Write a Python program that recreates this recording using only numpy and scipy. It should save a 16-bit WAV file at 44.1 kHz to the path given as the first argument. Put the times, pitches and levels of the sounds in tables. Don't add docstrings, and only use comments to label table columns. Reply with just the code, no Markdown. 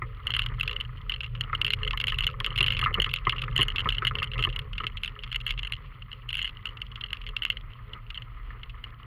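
import sys
import numpy as np
from scipy import signal
from scipy.fft import rfft, irfft, next_fast_len
from scipy.io import wavfile
from scipy.ndimage import map_coordinates

SR = 44100
rng = np.random.default_rng(int(sys.argv[2]) if len(sys.argv) > 2 else 0)


def to_wav(s):
    ch = np.atleast_2d(s).T
    pcm = np.round(np.clip(ch, -1, 1) * 32767)
    wavfile.write(sys.argv[1], SR, pcm.astype(np.int16))


N = 399530


def amp(db):
    return 10 ** (np.asarray(db) / 20)


def unit(x):
    return x / np.sqrt(np.mean(x ** 2) + 1e-20)


def curves(rows):
    s, *columns = np.transpose(rows)
    return [np.interp(np.arange(N) / SR, s, column) for column in columns]


def gravel_at(s):
    return curves(ROAD)[2][(s * SR).astype(int)]


def wobble(knots_per_s):
    knots = rng.standard_normal(int(N * knots_per_s / SR) + 4)
    return map_coordinates(knots, [np.arange(N) * knots_per_s / SR])


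def filtered(x, response):
    m = next_fast_len(N + SR // 2)
    return irfft(rfft(x, m) * response(np.fft.rfftfreq(m, 1 / SR)), m)[..., :N]


def noise(spectrum):
    f, db = np.transpose(spectrum)
    colour = lambda hz: amp(np.interp(np.log(hz + 1), np.log(f), db, -140, -140))
    return unit(filtered(rng.standard_normal(N), colour))


def rung(blows, modes, edge_hz, vary_db):
    m = 8192
    f = np.fft.rfftfreq(m, 1 / SR)
    lo, hi = 1j * f / edge_hz[0], 1j * f / edge_hz[1]
    high_pass = lo * lo / (1 + 1.536 * lo + lo * lo)
    low_pass = 1 / (1 + 1.58 * hi + hi * hi)
    edges = (high_pass * low_pass) ** 3
    rings = []
    for k, (centre, width, db) in enumerate(modes):
        resonance = 1j * f * width / (centre * centre - f * f + 1j * f * width)
        rings.append(irfft(edges * (-1) ** k * amp(db) * resonance))
    top = np.abs(sum(rings)).max()
    return sum(signal.oaconvolve(blows(vary_db), ring[:m // 2] / top)[:N] for ring in rings)


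def rebounds(s, count):
    return rng.random((len(s), count, 3))


def bounced(s, db, gap, loss_db, scatter_db, draw):
    late = np.cumsum(gap * (.4 - .7 * np.log(draw[..., 0] + 0.0012)), 1)
    late -= late[:, :1]
    loss = loss_db * (0.59 + 1.45 * draw[:, :1, 1])
    size = amp(-loss * late * 1000 - scatter_db * draw[..., 1] * (late > 0))
    size *= amp(db)[:, None] / np.linalg.norm(size, axis=1, keepdims=True)
    size *= np.where(draw[..., 2] > .5, 1, -1)
    at = np.round((s[:, None] + late) * SR).astype(int).ravel()

    def blows(vary_db):
        varied = size * amp(vary_db * rng.standard_normal((len(s), 1)))
        return np.bincount(at, varied.ravel(), N + SR)[:N]

    return blows


# (time [s], nominal level [dB])
STRIKES = [(0.2704, -17), (0.306, -18), (0.319, -20.5), (0.3389, -14.5), (0.349, -17), (0.3665, -13.5),
           (0.3935, -10), (0.42, -16.5), (0.433, -28), (0.4631, -16), (0.599, -20.5), (0.6102, -17),
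           (0.6324, -19.5), (0.6565, -33), (0.6785, -15.5), (0.6955, -23), (0.713, -23.5), (0.731, -26.5),
           (0.7646, -21.5), (0.802, -26), (0.81, -20), (0.851, -34.5), (0.974, -44), (1.097, -19),
           (1.121, -20), (1.14, -22.5), (1.162, -29), (1.2069, -22.5), (1.234, -25), (1.244, -27),
           (1.2633, -33.5), (1.3522, -29), (1.4103, -15.5), (1.438, -31), (1.551, -16.5), (1.6157, -11),
           (1.6475, -13), (1.6662, -18), (1.68, -18.5), (1.7055, -11.5), (1.736, -10), (1.789, -39),
           (1.833, -19.5), (1.8497, -23.5), (1.877, -17), (1.9095, -16.5), (1.9747, -19), (2.0019, -17.5),
           (2.0138, -21), (2.0414, -14.5), (2.0708, -19.5), (2.082, -13.5), (2.092, -25.5), (2.1005, -20),
           (2.1226, -21), (2.144, -25), (2.187, -13.5), (2.1964, -27.5), (2.2078, -18.5), (2.225, -24),
           (2.238, -20.5), (2.2435, -17), (2.2683, -13), (2.276, -16), (2.322, -45), (2.403, -17.5),
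           (2.4463, -14), (2.464, -16.5), (2.5055, -29), (2.527, -32), (2.5606, -19.5), (2.578, -15),
           (2.5867, -14), (2.6078, -12), (2.6292, -14), (2.6425, -15.5), (2.664, -15.5), (2.671, -21),
           (2.6825, -13.5), (2.7052, -14.5), (2.7231, -15.5), (2.736, -23), (2.749, -25), (2.769, -21),
           (2.7927, -14), (2.8148, -15.5), (2.84, -15), (2.8501, -21), (2.943, -16), (3.0014, -13),
           (3.0204, -13), (3.045, -13.5), (3.0642, -23), (3.093, -26.5), (3.114, -24), (3.1394, -10.5),
           (3.1617, -17), (3.2526, -29.5), (3.271, -27), (3.296, -14), (3.3073, -24), (3.324, -21),
           (3.364, -28), (3.383, -26), (3.3933, -28.5), (3.4195, -18), (3.4403, -24.5), (3.5276, -37.5),
           (3.5376, -52), (3.558, -28.5), (3.564, -13.5), (3.579, -15), (3.592, -19.5), (3.601, -20),
           (3.6113, -14.5), (3.6173, -10), (3.631, -12.5), (3.684, -16.5), (3.7032, -24), (3.761, -18),
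           (3.783, -17), (3.7944, -19), (3.805, -18), (3.846, -29), (3.8902, -12), (3.9042, -22),
           (3.9242, -19), (3.9498, -25.5), (3.9695, -31), (3.9837, -19), (4.0508, -12.5), (4.0699, -9),
           (4.079, -18), (4.1543, -19.5), (4.1865, -19), (4.2006, -27), (4.2296, -16), (4.242, -21),
           (4.274, -33.5), (4.317, -28), (4.3358, -25.5), (4.3447, -29.5), (4.3812, -27), (4.393, -22),
           (4.407, -26), (4.426, -15.5), (4.4396, -14), (4.45, -15), (4.4908, -30), (4.501, -28),
           (4.528, -30), (4.562, -22), (4.592, -18.5), (4.7325, -26.5), (4.7547, -36), (4.7816, -18.5),
           (4.803, -26), (4.8187, -41), (4.8416, -23.5), (4.8684, -15.5), (4.972, -23), (5.0352, -18),
           (5.047, -19.5), (5.06, -25), (5.078, -21), (5.191, -32.5), (5.226, -39), (5.237, -24),
           (5.277, -32), (5.294, -44), (5.3173, -26), (5.328, -20.5), (5.346, -19.5), (5.3598, -15),
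           (5.404, -32), (5.4126, -27), (5.4662, -16), (5.479, -21), (5.4925, -22), (5.5072, -17),
           (5.5778, -29), (5.5926, -21), (5.632, -20.5), (5.65, -24.5), (5.672, -23), (5.7231, -17),
           (5.7354, -21.5), (6.0218, -34.5), (6.117, -29), (6.13, -30), (6.221, -44.5), (6.2913, -23.5),
           (6.3054, -23), (6.3297, -19.5), (6.343, -25), (6.3535, -20.5), (6.371, -22), (6.381, -24),
           (6.3916, -18), (6.4037, -29), (6.417, -19.5), (6.428, -21), (6.4456, -18.5), (6.455, -21),
           (6.467, -30.5), (6.4766, -22), (6.493, -29), (6.5717, -36.5), (6.656, -18.5), (6.67, -25),
           (6.691, -35), (6.772, -32), (6.818, -23), (6.9173, -35), (6.958, -27), (7.0115, -25.5),
           (7.039, -22), (7.062, -32.5), (7.0857, -36), (7.106, -27), (7.1311, -16.5), (7.216, -33),
           (7.2397, -39.5), (7.2663, -26), (7.2905, -26.5), (7.3669, -17), (7.422, -21), (7.434, -22),
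           (7.452, -14), (7.464, -25), (7.502, -12.5), (7.528, -36), (7.571, -25.5), (7.9342, -29.5),
           (8.104, -24), (8.1456, -29.5), (8.1554, -31.5), (8.1762, -25.5), (8.2216, -28), (8.633, -27.5),
           (8.697, -35), (8.8416, -28.5)]
# (frequency [Hz], width [Hz], relative level [dB])
SHELL_MODES = [(1495, 750, -16), (2126, 132, -6.5), (2739.5, 205, 2), (2970, 249, 4.5), (3282, 309, -3),
               (4144, 230, -10.5), (4270, 323, -13)]
# (frequency [Hz], width [Hz], relative level [dB])
WALL_MODES = [(6700, 830, -6), (9870, 520, -5.5), (12650, 1930, -10), (14440, 1600, -16.5)]
SHELL_EDGES_HZ, WALL_EDGES_HZ = (900, 4600), (5500, 15500)
BOUNCE_S = 0.0019
GRAZE_S, GRAZE_DB = 0.0013, 17
CRACK_S = 0.00045


def rattle():
    s, db = np.transpose(STRIKES)
    s, draw = s - .0011, rebounds(s, count=5)
    strike_loss = np.clip(2.03 + 0.028 * db, .4, 3)[:, None]
    body = bounced(s, db + 2.0, gap=BOUNCE_S, loss_db=strike_loss, scatter_db=3, draw=draw)
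    graze_s = s - GRAZE_S * (.5 + rng.exponential(size=len(s)))
    graze = bounced(graze_s, db - GRAZE_DB, gap=.0007, loss_db=-2.0, scatter_db=0.0,
                    draw=rebounds(s, count=4))
    tick_db = 1.473 * db - 14.5 + 3 * rng.standard_normal(len(s))
    tick = bounced(s, tick_db, gap=BOUNCE_S, loss_db=2.5, scatter_db=9.0, draw=draw)
    dying = np.exp(-np.arange(300) / SR / CRACK_S)

    def crack(vary_db):
        envelope = signal.oaconvolve(np.abs(tick(vary_db)), dying)[:N]
        return envelope * rng.standard_normal(N) / np.linalg.norm(dying)

    shell = rung(lambda vary_db: body(vary_db) + graze(vary_db), SHELL_MODES, SHELL_EDGES_HZ, vary_db=2.5)
    return shell + rung(crack, WALL_MODES, WALL_EDGES_HZ, vary_db=4.0)


PATTER_PER_S, PATTER_DB = 90, 31.5


def chatter():
    s, db = np.repeat(STRIKES, 7, axis=0).T
    patter_s = rng.random(round(PATTER_PER_S * N / SR)) * N / SR
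    patter_db = PATTER_DB + gravel_at(patter_s)
    s, db = np.r_[s, patter_s], np.r_[db, patter_db]
    draw = rng.standard_normal((len(s), 2))
    faint_s = np.abs(s + 0.013 + 0.015 * draw[:, 0])
    faint_db = 1.16 * db - 34 + 6.2 * draw[:, 1]
    faint = bounced(faint_s, faint_db, gap=0.001, loss_db=8.0, scatter_db=4.0, draw=rebounds(s, count=6))
    shell = rung(faint, SHELL_MODES, SHELL_EDGES_HZ, vary_db=7.5)
    return shell + amp(-19.0) * rung(faint, WALL_MODES, WALL_EDGES_HZ, vary_db=3.5)


# (time [s], nominal level [dB], thud level relative to it [dB])
BUMPS = [(0.018, -22.5, -9.5), (1.496, -28.5, -30), (1.529, -19, -15), (1.933, -25.5, -16),
         (2.121, -25.5, -30), (2.406, -26, -12), (2.469, -32, -7.5), (2.604, -23, -3.5),
         (2.825, -21.5, -13), (2.859, -14, -34), (2.906, -29.5, -2), (2.952, -25, -29), (2.981, -27.5, 7),
         (3.06, -25.5, -8.5), (3.268, -12, -12.5), (3.325, -22.5, -19), (3.434, -29.5, -10),
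         (3.479, -25, -13), (3.588, -19, -1.5), (3.615, -31.5, 4), (3.856, -19, -6), (3.869, -25, -2.5),
         (4.02, -19, -10), (4.109, -27, -10), (4.219, -20.5, -24), (4.355, -28.5, -10), (4.387, -26, -2),
         (4.451, -27.5, -13), (4.47, -25, -1), (4.8, -26.5, -13), (4.835, -25.5, -8), (5.161, -37, -22),
         (8.503, -34.5, -30)]
# (frequency [Hz], width [Hz], relative level [dB])
MOUNT_MODES = [(1062, 135, 0.5), (1275, 80, 5), (1735, 93, -6), (2063, 175, -4.5)]
# (frequency [Hz], width [Hz], relative level [dB])
BRACKET_MODES = [(46, 6.5, 10), (122.6, 17.5, 9), (269, 57, -12.5), (338, 80, -5.5), (443, 68, -5),
                 (524, 38, -8), (780, 210, -15)]
MOUNT_EDGES_HZ, BRACKET_EDGES_HZ = (850, 3600), (25, 950)


def knocks():
    s, db, thud_db = np.transpose(BUMPS)
    shudder = bounced(s + .001, db + 3.5, gap=.0018, loss_db=0.88, scatter_db=1.0,
                      draw=rebounds(s, count=20))
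    thud = bounced(s + 0.0014, db + thud_db + 1.0, gap=.004, loss_db=0.2, scatter_db=1.0,
                   draw=rebounds(s, count=4))
    mount = rung(shudder, MOUNT_MODES, MOUNT_EDGES_HZ, vary_db=2.5)
    return mount + rung(thud, BRACKET_MODES, BRACKET_EDGES_HZ, vary_db=2.0)


JOLTS_PER_S, JOLT_DB, JOLT_SCATTER_DB = 30, 11, 3.5
JOLT_GROWS = 1.45


def jolts():
    draw = rng.random((round(JOLTS_PER_S * N / SR), 2))
    s = draw[:, 0] * N / SR
    gravel_db = gravel_at(s)
    db = gravel_db.mean() + JOLT_GROWS * (gravel_db - gravel_db.mean()) + JOLT_DB
    db = db - JOLT_SCATTER_DB * np.log(draw[:, 1] + 0.033)
    shudder = bounced(s, db, gap=0.0017, loss_db=0.6, scatter_db=6.5, draw=rebounds(s, count=10))
    return rung(shudder, MOUNT_MODES, MOUNT_EDGES_HZ, vary_db=3.0)


# (time [s], sway level [dB], boom level [dB], gravel level [dB])
ROAD = [(0.0, -36, -39, -59.5), (0.2, -46.5, -47.5, -56.5), (0.38, -32, -38, -51.5),
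        (0.78, -43.5, -41, -54.5), (1.11, -38, -46.5, -56), (1.61, -39.5, -38.5, -53.5),
        (2.22, -33.5, -38.5, -51), (2.34, -40, -41.5, -56), (2.57, -36.5, -35, -51),
        (2.98, -35, -35.5, -50.5), (3.22, -38, -44, -54.5), (3.58, -33.5, -36, -52), (3.8, -38, -38, -51),
        (4.45, -37, -38.5, -54.5), (5.17, -42, -47, -57.5), (5.45, -35.5, -46, -55),
        (6.08, -49, -44.5, -59), (6.41, -42, -48, -57), (8.76, -41.5, -51.5, -57),
        (9.06, -48, -49.5, -57.5)]
# (frequency [Hz], relative level per Hz [dB])
SWAY_SPECTRUM = [(15, -29.5), (30, -6.5), (40.5, -5), (45, -2.5), (52, -17), (65, -7.5), (80, -50.5)]
# (frequency [Hz], relative level per Hz [dB])
BOOM_SPECTRUM = [(45, -43.5), (65, -12), (82, -10), (93, -2), (105, -11.5), (114, -5), (121, 2.5),
                 (128, -5.5), (150, -12.5), (175, -23), (300, -37.5)]
# (frequency [Hz], relative level per Hz [dB])
PANEL_SPECTRUM = [(380, -42), (410, -9), (425, -2), (440, -15), (545, -11.5), (590, -23.5)]
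# (frequency [Hz], relative level per Hz [dB])
GRAVEL_SPECTRUM = [(150, -31.5), (200, 1.5), (315, -8.5), (450, -5.5), (660, -17), (879, -11), (999, -3),
                   (1250, 3.5), (1600, -10.5), (2000, -1.5), (2450, -12.5), (3200, -47.5)]
# (frequency [Hz], relative level per Hz [dB])
AIR_SPECTRUM = [(1500, -32.5), (2450, -1), (2900, 3), (3300, -3), (3800, -16.5), (4250, -13), (5200, -30),
                (6000, -41)]
ROCK_HZ, ROCK_DB = 39.24, 2
PANEL_DB, PANEL_GROWS = -21, 1.27
AIR_DB, AIR_GROWS = -66, 0.13


def road():
    sway_db, boom_db, gravel_db = curves(ROAD)
    rock = np.sin(2 * np.pi * np.cumsum(ROCK_HZ + 3 * wobble(6.8)) / SR)
    sway = amp(sway_db + 0.84 * wobble(2.8)) * unit(noise(SWAY_SPECTRUM) + amp(ROCK_DB) * rock)
    boom = amp(boom_db + 1.32 * wobble(9.2)) * noise(BOOM_SPECTRUM)
    panel_db = boom_db.mean() + PANEL_DB + PANEL_GROWS * (boom_db - boom_db.mean())
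    panel = amp(panel_db + 6.5 * wobble(14)) * noise(PANEL_SPECTRUM)
    lumpy = np.clip((gravel_db + 62) / 12, .2, 1)
    crunch_db = gravel_db + lumpy * (5.7 * wobble(25) + 4.86 * wobble(130))
    crunch = amp(crunch_db) * noise(GRAVEL_SPECTRUM)
    air_db = AIR_DB + AIR_GROWS * (gravel_db - gravel_db.mean())
    air = amp(air_db + 2.8 * wobble(41)) * noise(AIR_SPECTRUM)
    return sway + boom + panel + crunch + air


# (time [s], frequency [Hz])
ENGINE_SPEED = [(5.8, 52.0), (7.1, 52.0), (7.6, 53.3), (8.55, 57.4), (9.06, 57.0)]
ENGINE_ORDERS = [1, 2, 4, 12]
ORDER_LEVELS = [-51.5, -53, -76.5, -77]
LOAD_S, IDLE_DB = (5.8, 7.8), -12


def engine():
    t = np.arange(N) / SR
    turn = 2 * np.pi * np.cumsum(curves(ENGINE_SPEED)[0] + 0.082 * wobble(4.7)) / SR
    orders = sum(amp(db) * np.sin(k * turn) for k, db in zip(ENGINE_ORDERS, ORDER_LEVELS))
    return np.sqrt(2) * amp(np.interp(t, LOAD_S, (IDLE_DB, 0))) * orders


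# (start [s], length [s])
HUM_SPANS = [(4.502, 1.4), (6.44, 1.22)]
HUM_HZ, HUM_DB, HUM_FADE_S = 207, -65, .2


def hum():
    t = np.arange(N) / SR
    on = sum(np.clip(np.minimum(t - s, s + length - t) / HUM_FADE_S, 0, 1) for s, length in HUM_SPANS)
    phase = 2 * np.pi * np.cumsum(HUM_HZ + 1.5 * wobble(13)) / SR
    return np.sqrt(2) * on * amp(HUM_DB + 3 * wobble(7)) * np.sin(phase)


def scene():
    return (rattle() + chatter() + knocks() + jolts() + road() + engine() + hum())[None]


# (frequency [Hz], width [Hz])
PORT_NOTCHES = [(6000, 260), (8000, 1030)]
# (frequency [Hz], relative level per Hz [dB])
HISS_SPECTRUM = [(5000, -28), (8500, -19), (10000, -7.5), (14000, -7), (15500, -8), (16600, -22)]
# (frequency [Hz], rms level before wavering [dB])
WHISTLE_TONES = [(14793, -87), (14885, -88)]
TOP_HZ = 16650


def record(dry):
    def port(f):
        notches = [(c * c - f * f + .1j * f * w) / (c * c - f * f + 1j * f * w) for c, w in PORT_NOTCHES]
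        return np.prod(notches, axis=0)

    t = np.arange(N) / SR
    whistle = sum(np.sqrt(2) * amp(db + wobble(25)) * np.sin(2 * np.pi * hz * t) for hz, db in WHISTLE_TONES)
    hiss = amp(-84.0 + wobble(60)) * noise(HISS_SPECTRUM)
    return filtered(filtered(dry, port) + whistle + hiss, lambda hz: hz < TOP_HZ)


dry = scene()
out = record(dry)
to_wav(out)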